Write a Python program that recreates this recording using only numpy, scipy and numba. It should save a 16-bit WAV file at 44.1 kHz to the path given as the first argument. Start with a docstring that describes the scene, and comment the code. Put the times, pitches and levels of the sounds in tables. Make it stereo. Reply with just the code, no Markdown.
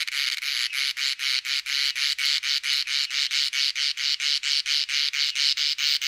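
"""First a few stuttering bursts, then long rasping phrases with short rests: a large cicada on a tree trunk,
a hand's width from a phone's two microphone ports and nearer the right one, as the phone moves round the trunk.
Each tymbal stroke buckles three ribs and snaps back, ringing body modes, low ones first; hissy treble noise
pulses along. Under it lie a faint garden floor of shaped noise and a wavering hum; in some rests a neighbour's
faster clicks ring a gliding resonance. Bark and leaves scatter both songs."""
import sys
import numpy as np
from scipy import signal
from scipy.fft import rfft, irfft
from scipy.io import wavfile
from scipy.ndimage import uniform_filter1d
from numba import njit

SR = 44100
rng = np.random.default_rng(int(sys.argv[2]) if len(sys.argv) > 2 else 0)


def unload_wav(signal):
    """Save mono or channel-first audio to the path in sys.argv[1] as 16-bit WAV at rate SR, clipped to [-1, 1]."""
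    wavfile.write(
        sys.argv[1],
        SR,
        np.round(np.clip(np.atleast_2d(signal).T, -1, 1) * 32767).astype(np.int16),
    )


N = 268039  # samples


def undb(db):
    """Amplitude factor of a level in dB."""
    return 10 ** (np.asarray(db) / 20)


def unit(x):
    """Scale to an rms of 1."""
    return x / np.sqrt(np.mean(x ** 2))


@njit
def svf(x, hz, width):
    """Band-pass whose centre may move every sample."""
    y, band_state, low_state = np.empty(len(x)), 0., 0.
    for i in range(len(x)):
        g, k = np.tan(np.pi * hz[i] / SR), width / hz[i]
        v = (band_state + g * (x[i] + 1e-18 - low_state)) / (1 + g * (g + k))
        band_state = 2 * v - band_state
        low_state += 2 * g * v
        y[i] = k * v
    return y


def ring(x, hz, width):
    """A resonance applied twice: soft attack, dark skirts."""
    hz = hz + np.zeros(len(x))
    once = svf(x, hz, 1. 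* width)
    return svf(once, hz, 1. * width)


def band(x, lo_hz, hi_hz):
    """Keep what lies between two frequencies."""
    return signal.sosfilt(signal.butter(3, [lo_hz, hi_hz], "band", fs=SR, output="sos"), x)


def clicks(s, size):
    """Impulses at the given seconds."""
    out, at = np.zeros(N), np.round(s * SR).astype(int)
    keep = (at >= 0) & (at < N)
    np.add.at(out, at[keep], size[keep])
    return out


def wander(rate):
    """Random levels, rate of them a second, joined by slopes; spread near 1."""
    k = int(SR / rate)
    steps = np.repeat(rng.standard_normal(N // k + 1), k)
    return 0.89 * uniform_filter1d(steps, k)[:N]


# Phone's place round the trunk: t/s, share of the turn/0-1, gain of the left port/dB,
# level of the three rasp bands/dB (three columns), extra rasp at the left port/dB
PHONE_PATH = [(0, 0, -8.5, -46, -39.5, -53, -2), (.8, 0.22, -7, -52, -41.5, -58, 1),
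              (1.7, 0.27, -7.5, -49, -43.5, -55, -1), (2.3, 0.416, -6.5, -49.5, -44.5, -54, -2),
              (3, 0.4, -6.5, -50.5, -48, -61, -0.5), (3.4, 0.63, -6, -47, -47, -57, 1),
              (3.9, 0.62, -8, -52, -50.5, -62, 4), (4.6, 0.79, -7, -45, -51.5, -60, 4),
              (5, 0.45, -8.5, -52, -50.5, -58, 4.5), (5.45, 0.98, -8.5, -49, -53.5, -52, -2),
              (5.65, 0.66, -8, -53, -59, -49, -12.5), (6.05, 1, -7.5, -46, -62, -42, -17.5)]
# Song phrases: first stroke t/s, last stroke t/s, strokes/count, hesitation before the last stroke/ms,
# strength/dB, abdomen lift at the start/0-1, level change by the end/dB
SONG_PHRASES = [(0.0052, 0.0301, 5, 0, 0, .9, -2), (0.0763, 0.0851, 2, 0, 1, .6, 0),
                (0.1186, 0.2543, 20, 0, -1, .15, 1), (0.2641, 0.2868, 4, 0, 0, 1, 2),
                (0.3008, 0.3008, 1, 0, -1, .9, 0), (0.3149, 0.3452, 5, 1, -1, .9, -2),
                (0.372, 0.3835, 2, 0, 0, .6, 0), (0.4204, 0.5413, 18, 0, -1.5, .2, 0),
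                (0.5498, 0.6657, 15, 0, -1, 1, 2), (0.7324, 0.9106, 25, 2.2, 0, 0, 0),
                (0.9708, 1.1312, 23, 0, .5, 0, -2), (1.1947, 1.3182, 18, 0, 0, 0, 1),
                (1.3272, 1.3888, 9, 0, 0, 1, 1), (1.4515, 1.5963, 21, 0, 0, 0, 0),
                (1.662, 1.906, 35, 0, -.5, 0, 2), (1.9579, 2.1288, 25, 0, 1.5, 0, -1),
                (2.1869, 2.3812, 28, 3, 1.5, 0, 0), (2.4312, 2.5798, 22, 0, 1, 0, 0),
                (2.637, 2.8245, 27, 2.3, 1, 0, -1), (2.873, 3.0517, 26, 0, 0, 0, 0),
                (3.1069, 3.2657, 23, 1.5, 0, 0, 1), (3.3102, 3.4827, 25, 2.6, 1.5, .2, -2),
                (3.5311, 3.7045, 25, 2.1, 1, 0, -1), (3.758, 3.9136, 23, 0, 0, 0, 0),
                (3.9742, 4.1434, 25, 0, -1, 0, 2), (4.2012, 4.3758, 26, 0, 0, 0, .5),
                (4.4337, 4.6024, 25, 0, 0, 0, 1), (4.6613, 4.8381, 26, 2.2, 1, .1, -2),
                (4.8898, 5.0861, 29, .8, .5, 0, 0), (5.1345, 5.3026, 25, .7, .5, 0, 0),
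                (5.3556, 5.5239, 25, .3, 1, 0, 2), (5.5728, 5.7308, 24, 0, -.5, .6, 0),
                (5.7847, 5.9655, 27, .5, 1, 0, 1), (6.0177, 6.0736, 9, 0, 0, 0, 0)]
# Swell through a phrase, a row each for low, middle, high, upper and edge modes:
# time to the peak/s, level at start/dB, at peak/dB, at end/dB
PHRASE_SWELL = [(0.041, -16.5, -15, -16), (.045, -34, -21, -21.5), (0.079, -36.5, -21.5, -23),
                (0.063, -41.5, -30.5, -32.5), (0.061, -37.5, -28.5, -30)]
# What those modes gain at a full turn round the trunk: level at start/dB, at peak/dB, at end/dB
TURN_GAIN = [(-2, -2.5, -12.5), (14.5, 4, 0), (7, 4.5, 4.5), (2, 9.5, 12.5), (14.5, 3.5, -8.5)]
LIFT_S = 0.025  # time the abdomen takes to lift
SLOW_START = 1.07  # stretch of the first two stroke gaps


def strokes():
    """The muscle starts a little slow and may hesitate before the last stroke, while the abdomen lifts.

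    Rows, one column a stroke: t/s, lift/0-1, five mode groups/dB, left port gain/dB, three rasp bands/dB."""
    phrases, (when, *phone) = [], np.transpose(PHONE_PATH)
    for first, last, n, late_ms, db, lifted, fade_db in SONG_PHRASES:
        gaps = np.ones(round(n))
        gaps[1:3], gaps[0] = SLOW_START, 0
        steady_s = last - first - late_ms / 1000
        since = np.cumsum(gaps) / max(gaps.sum(), 1) * steady_s
        since[-1] = last - first
        s = first + since
        turn, pan_db, *rasp_db, _ = (np.interp(s, when, column) for column in phone)
        group_db = []
        for (peak_s, *swell), gain in zip(PHRASE_SWELL, TURN_GAIN):
            start, top, end = np.add(swell, turn[0] * np.array(gain))
            rise = np.minimum(lifted + since / peak_s, 1)
            peak_s = peak_s * (1 - min(lifted, 1))  # a lifted start peaks sooner
            fall = np.clip((since - peak_s) / max(since[-1] - peak_s, LIFT_S), 0, 1)
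            group_db.append(db + start + rise * (top - start) + fall * (end + fade_db - top))
        lift = np.minimum(lifted + since / LIFT_S, 1)
        phrases.append([s, lift, *group_db, pan_db, *(db + np.array(rasp_db))])
    return np.hstack(phrases)


# Three ribs of one stroke, then the snap back: time from the stroke t/ms,
# drive level of the low, middle, high, upper and edge modes/dB (five columns)
RIB_CLICKS = [(-1.75, -16, -12, -18, -18, -10), (-.95, 0, 0, -6, -7, -2), (-.22, -9, -6, 0, 0, 0),
              (3.1, -15, -16, -21, -20, -11)]
# Body modes in the same five groups: f/Hz, width/Hz, level/dB, left port level/dB,
# signed gain left, signed gain right, share of pitch gained as the abdomen lifts
BODY_MODES = [
    [(1472, 497, 19, 2, 0.59, 0.55, -0.057), (2051, 603, 25, 9, -0.79, -1.625, -0.041),
     (2340, 400, 35, 1.5, 1, 1, -.03)],
    [(2953, 540, 29.5, 10, -0.43, -2, 0.0055)],
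    [(3775, 1170, 32, 1.5, -1.16, 1, 0.057), (4220, 610, 32.5, -5, -0.29, -1.47, 0.069)],
    [(4968, 814, 34, 0, 0.98, 1, 0.016)],
    [(5880, 1440, 20, -2, -0.71, -2.5, 0.047), (6410, 810, 26, -1, 1, 1, 0.045)],
]
HIGH_LEAD = 1  # samples by which the high, upper and edge modes reach the left port sooner


def tymbal(s, lift, group_db, singing):
    """Rib clicks and a crackle of the membrane drive the body modes; no two strokes load them alike."""
    t, shape = np.arange(N) / SR, (len(RIB_CLICKS), len(s))
    lift = np.interp(t, s, lift)
    slips_ms = .045 * rng.standard_normal(shape)
    out = np.zeros((2, N))
    for g, modes in enumerate(BODY_MODES):
        effort = undb(np.interp(t, s, group_db[g]) - 32) * singing
        for hz, width, db, left_db, left, right, glide in modes:
            pitch = hz * (1 + glide * lift + 0.011 * wander(25))
            shared_db = 1.6 * rng.standard_normal(shape)
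            for side, gain in enumerate((left * undb(left_db), right)):
                # each port faces another part of the membrane
                load_db = shared_db + 1.1 * rng.standard_normal(shape)
                drive = np.zeros(N)
                for (time_ms, *rib_db), slip_ms, rib_load_db in zip(RIB_CLICKS, slips_ms, load_db):
                    size = undb(group_db[g] + rib_db[g] + rib_load_db)
                    drive += clicks(s + (time_ms + slip_ms) / 1000, size)
                crackle = effort * rng.standard_normal(N)
                body = gain * undb(db) * ring(drive + crackle, pitch, width)
                out[side] += np.roll(body, -HIGH_LEAD * (g > 1 and side == 0))
    return out


def shadow(left):
    """A dip that deepens at the left port with the phone's turn, made by subtracting a band."""
    when, turn, *_ = np.transpose(PHONE_PATH)
    depth = np.minimum(1.08 * np.interp(np.arange(N) / SR, when, turn), 1)
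    return left - depth * svf(left, np.full(N, 4170.), 820.)  # centre, width in Hz


# Treble rasp: f/Hz, width/Hz, level/dB, left port level/dB, index of the phone's rasp band that sets its level
RASP_BANDS = [(7240, 1700, 3.5, -22, 0), (8570, 1300, -1, -34.5, 0), (10000, 2300, -5.5, -39.5, 1),
              (10970, 1200, -8, -36, 1), (11790, 4300, -8, -19, 1), (13600, 1500, -14, -10, 1),
              (14650, 2100, -1.5, -5.5, 2), (15200, 1500, -11, 3, 2)]


def rasp(s, stroke_rasp_db, pan, singing):
    """Hissy treble noise above 7 kHz pulses with the strokes over a steadier hiss, unrelated at the two ports."""
    t, out = np.arange(N) / SR, np.zeros((2, N))
    when, *_, left_rasp_db = np.transpose(PHONE_PATH)
    left_drift_db = np.interp(t, when, left_rasp_db)
    for hz, width, db, left_db, which in RASP_BANDS:
        rasp_db = db + stroke_rasp_db[round(which)]
        scatter_db = 3.5 * rng.standard_normal(len(s))
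        pulses = clicks(s - .003, undb(rasp_db + scatter_db))
        gate = np.convolve(pulses, np.hanning(211))[:N]
        gate += 0.73 * singing * undb(np.interp(t, s, rasp_db))  # the steadier hiss
        gate *= undb(4.7 * wander(20))
        out[1] += gate * unit(ring(rng.standard_normal(N), hz, width))
        # divided by pan, since cicada() applies pan to the whole left port
        left_gain = undb(left_db + left_drift_db) / pan
        out[0] += gate * left_gain * unit(ring(rng.standard_normal(N), hz, width))
    return out


# Sharp ticks: t/s, level before the band-pass/dB
SHARP_TICKS = [(.18, -14), (2.2563, -3), (2.7325, -5), (5.9384, -14), (5.9594, -16)]


def ticks():
    """Single impulses kept to the treble, a fifth as strong into the left port."""
    at, db = np.transpose(SHARP_TICKS)
    return band(clicks(at, undb(db)), 4300, 14500) * np.array([[.2], [1]])


LEFT_LAG = 9  # samples by which the song reaches the left port later
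# samples by which the crackle's window, centred on the strokes, is shifted later;
# it opens just before a phrase and outlasts it slightly
CRACKLE_SHIFT = 60


def cicada():
    """The near song: strokes ring the body, with rasp and ticks on top, later at the far left port."""
    s, lift, *group_db, pan_db, rasp_0, rasp_1, rasp_2 = strokes()
    s = s + .0001 * rng.standard_normal(len(s))
    # 1 while strokes follow closely, 0 in the rests
    singing = np.minimum(uniform_filter1d(clicks(s, np.ones(len(s))), 360) * 360, 1)
    singing = np.roll(singing, CRACKLE_SHIFT)
    pan = undb(np.interp(np.arange(N) / SR, s, pan_db))
    out = tymbal(s, lift, group_db, singing)
    out[0] = shadow(out[0])
    out += rasp(s, (rasp_0, rasp_1, rasp_2), pan, singing) + ticks()
    out[0] = np.roll(out[0] * pan, LEFT_LAG)
    return out


# Colour of the garden air: f/Hz, relative level/dB per Hz
AIR_COLOUR = [(20, -14), (70, -18), (300, -24), (550, -31.5), (800, -25.5), (1300, -10), (2200, 1.5),
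              (4400, -3), (7000, -14), (15500, -37)]
AIR_DB = -42  # rms at the right port, as it enters the mix
# Wavering hum: f/Hz, width/Hz, rms level before the slow rise and port gains/dB
HUM_BANDS = [(48.3, 17, -74.5), (101.7, 10, -80.5)]


def garden():
    """Faint coloured air, unrelated at the ports, over narrow noise bands that waver as a slowly growing hum."""
    hz, db = np.transpose(AIR_COLOUR)
    f = np.arange(N // 2 + 1) * SR / N + 1
    colour = undb(np.interp(np.log(f), np.log(hz), db))
    air = irfft(rfft(rng.standard_normal((2, N))) * colour, N)
    hum = sum(undb(level) * unit(ring(rng.standard_normal(N), h, width)) for h, width, level in HUM_BANDS)
    hum = hum * undb(np.linspace(-2.5, 2.5, N)) * undb([[-3], [3]])
    return unit(air) * undb([[AIR_DB - 1.5], [AIR_DB]]) + hum


# Neighbour's buzz where it stands out: start t/s, end t/s, relative click level/dB,
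# ring f/Hz at start, at end
NEIGHBOUR_BUZZ = [(0.674, 0.692, -45, 2570, 2620), (0.697, 0.733, -32.5, 2810, 2440),
                  (1.149, 1.19, -49, 2780, 2400), (1.424, 1.448, -47, 2760, 2400),
                  (1.91, 1.943, -39.5, 2850, 2650), (2.85, 2.873, -43, 2670, 2200),
                  (3.066, 3.098, -36.5, 2900, 2700), (3.272, 3.306, -38, 2800, 3900),
                  (3.93, 3.973, -47, 2830, 2400), (4.16, 4.197, -50, 2920, 2560),
                  (4.864, 4.886, -47, 2800, 2600), (5.314, 5.348, -34.5, 2970, 2600)]
NEIGHBOUR_LAG = 3  # samples by which it reaches the left port later


def neighbour():
    """Faster, steadier clicks ring one gliding resonance, mostly sinking, and another an octave above."""
    table = np.array(NEIGHBOUR_BUZZ)
    s = [np.arange(start, end, 1 / 288) for start, end in table[:, :2]]  # 288 clicks a second
    db = np.repeat(table[:, 2], [len(buzz) for buzz in s])
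    pitch = np.interp(np.arange(N) / SR, table[:, :2].ravel(), table[:, 3:].ravel())
    drive = clicks(np.concatenate(s), undb(db + 3.1 * rng.standard_normal(len(db))))
    buzz = undb(40.5) * ring(drive, pitch, 355) + undb(24) * ring(drive, 2 * pitch, 900)
    return np.array([undb(2.0) * np.roll(buzz, NEIGHBOUR_LAG), buzz])


def tail(t60):
    """Dense scatter from bark and leaves, unit energy; t60 is its 60 dB decay in seconds."""
    t = np.arange(int(t60 * SR)) / SR
    h = rng.standard_normal(len(t)) * undb(-60 * t / t60)
    return h / np.sqrt(np.sum(h ** 2))


def scene():
    """Both songs, their scatter unrelated at the two ports, and the garden."""
    near, floor, far = cicada(), garden(), neighbour()
    far_send = undb(-10) * far[1]
    wet = []
    for near_db in (-5, 0):  # left, right
        send = undb(-15.5) * near[1] * undb(near_db) + far_send
        wet.append(signal.fftconvolve(send, tail(0.18))[:N])
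    return near + far + np.array(wet) + floor


TOP_HZ = 15800  # upper limit of the phone's sound


def record(dry):
    """The capsules rectify a little, leaving the stroke rate in the bass; an expander sinks the rests.

    Peaks then round off and the top is cut."""
    bass = np.array([ring(port ** 2, 178, 65) for port in dry]) * undb(np.linspace(-8, 0, N))
    x = dry + undb([[-25], [-27]]) * bass
    loud_db = 10 * np.log10(uniform_filter1d(np.mean(x ** 2, axis=0), 900) + 1e-12)
    x = x * undb(0.24 * np.minimum(loud_db + 21.5, 0))  # 0.24 dB down per dB below -21.5 dB
    x = np.tanh(x / 1.3) * 1.3
    return signal.sosfilt(signal.ellip(10, .2, 100, TOP_HZ, fs=SR, output="sos"), x)


dry = scene()
out = record(dry)
unload_wav(out)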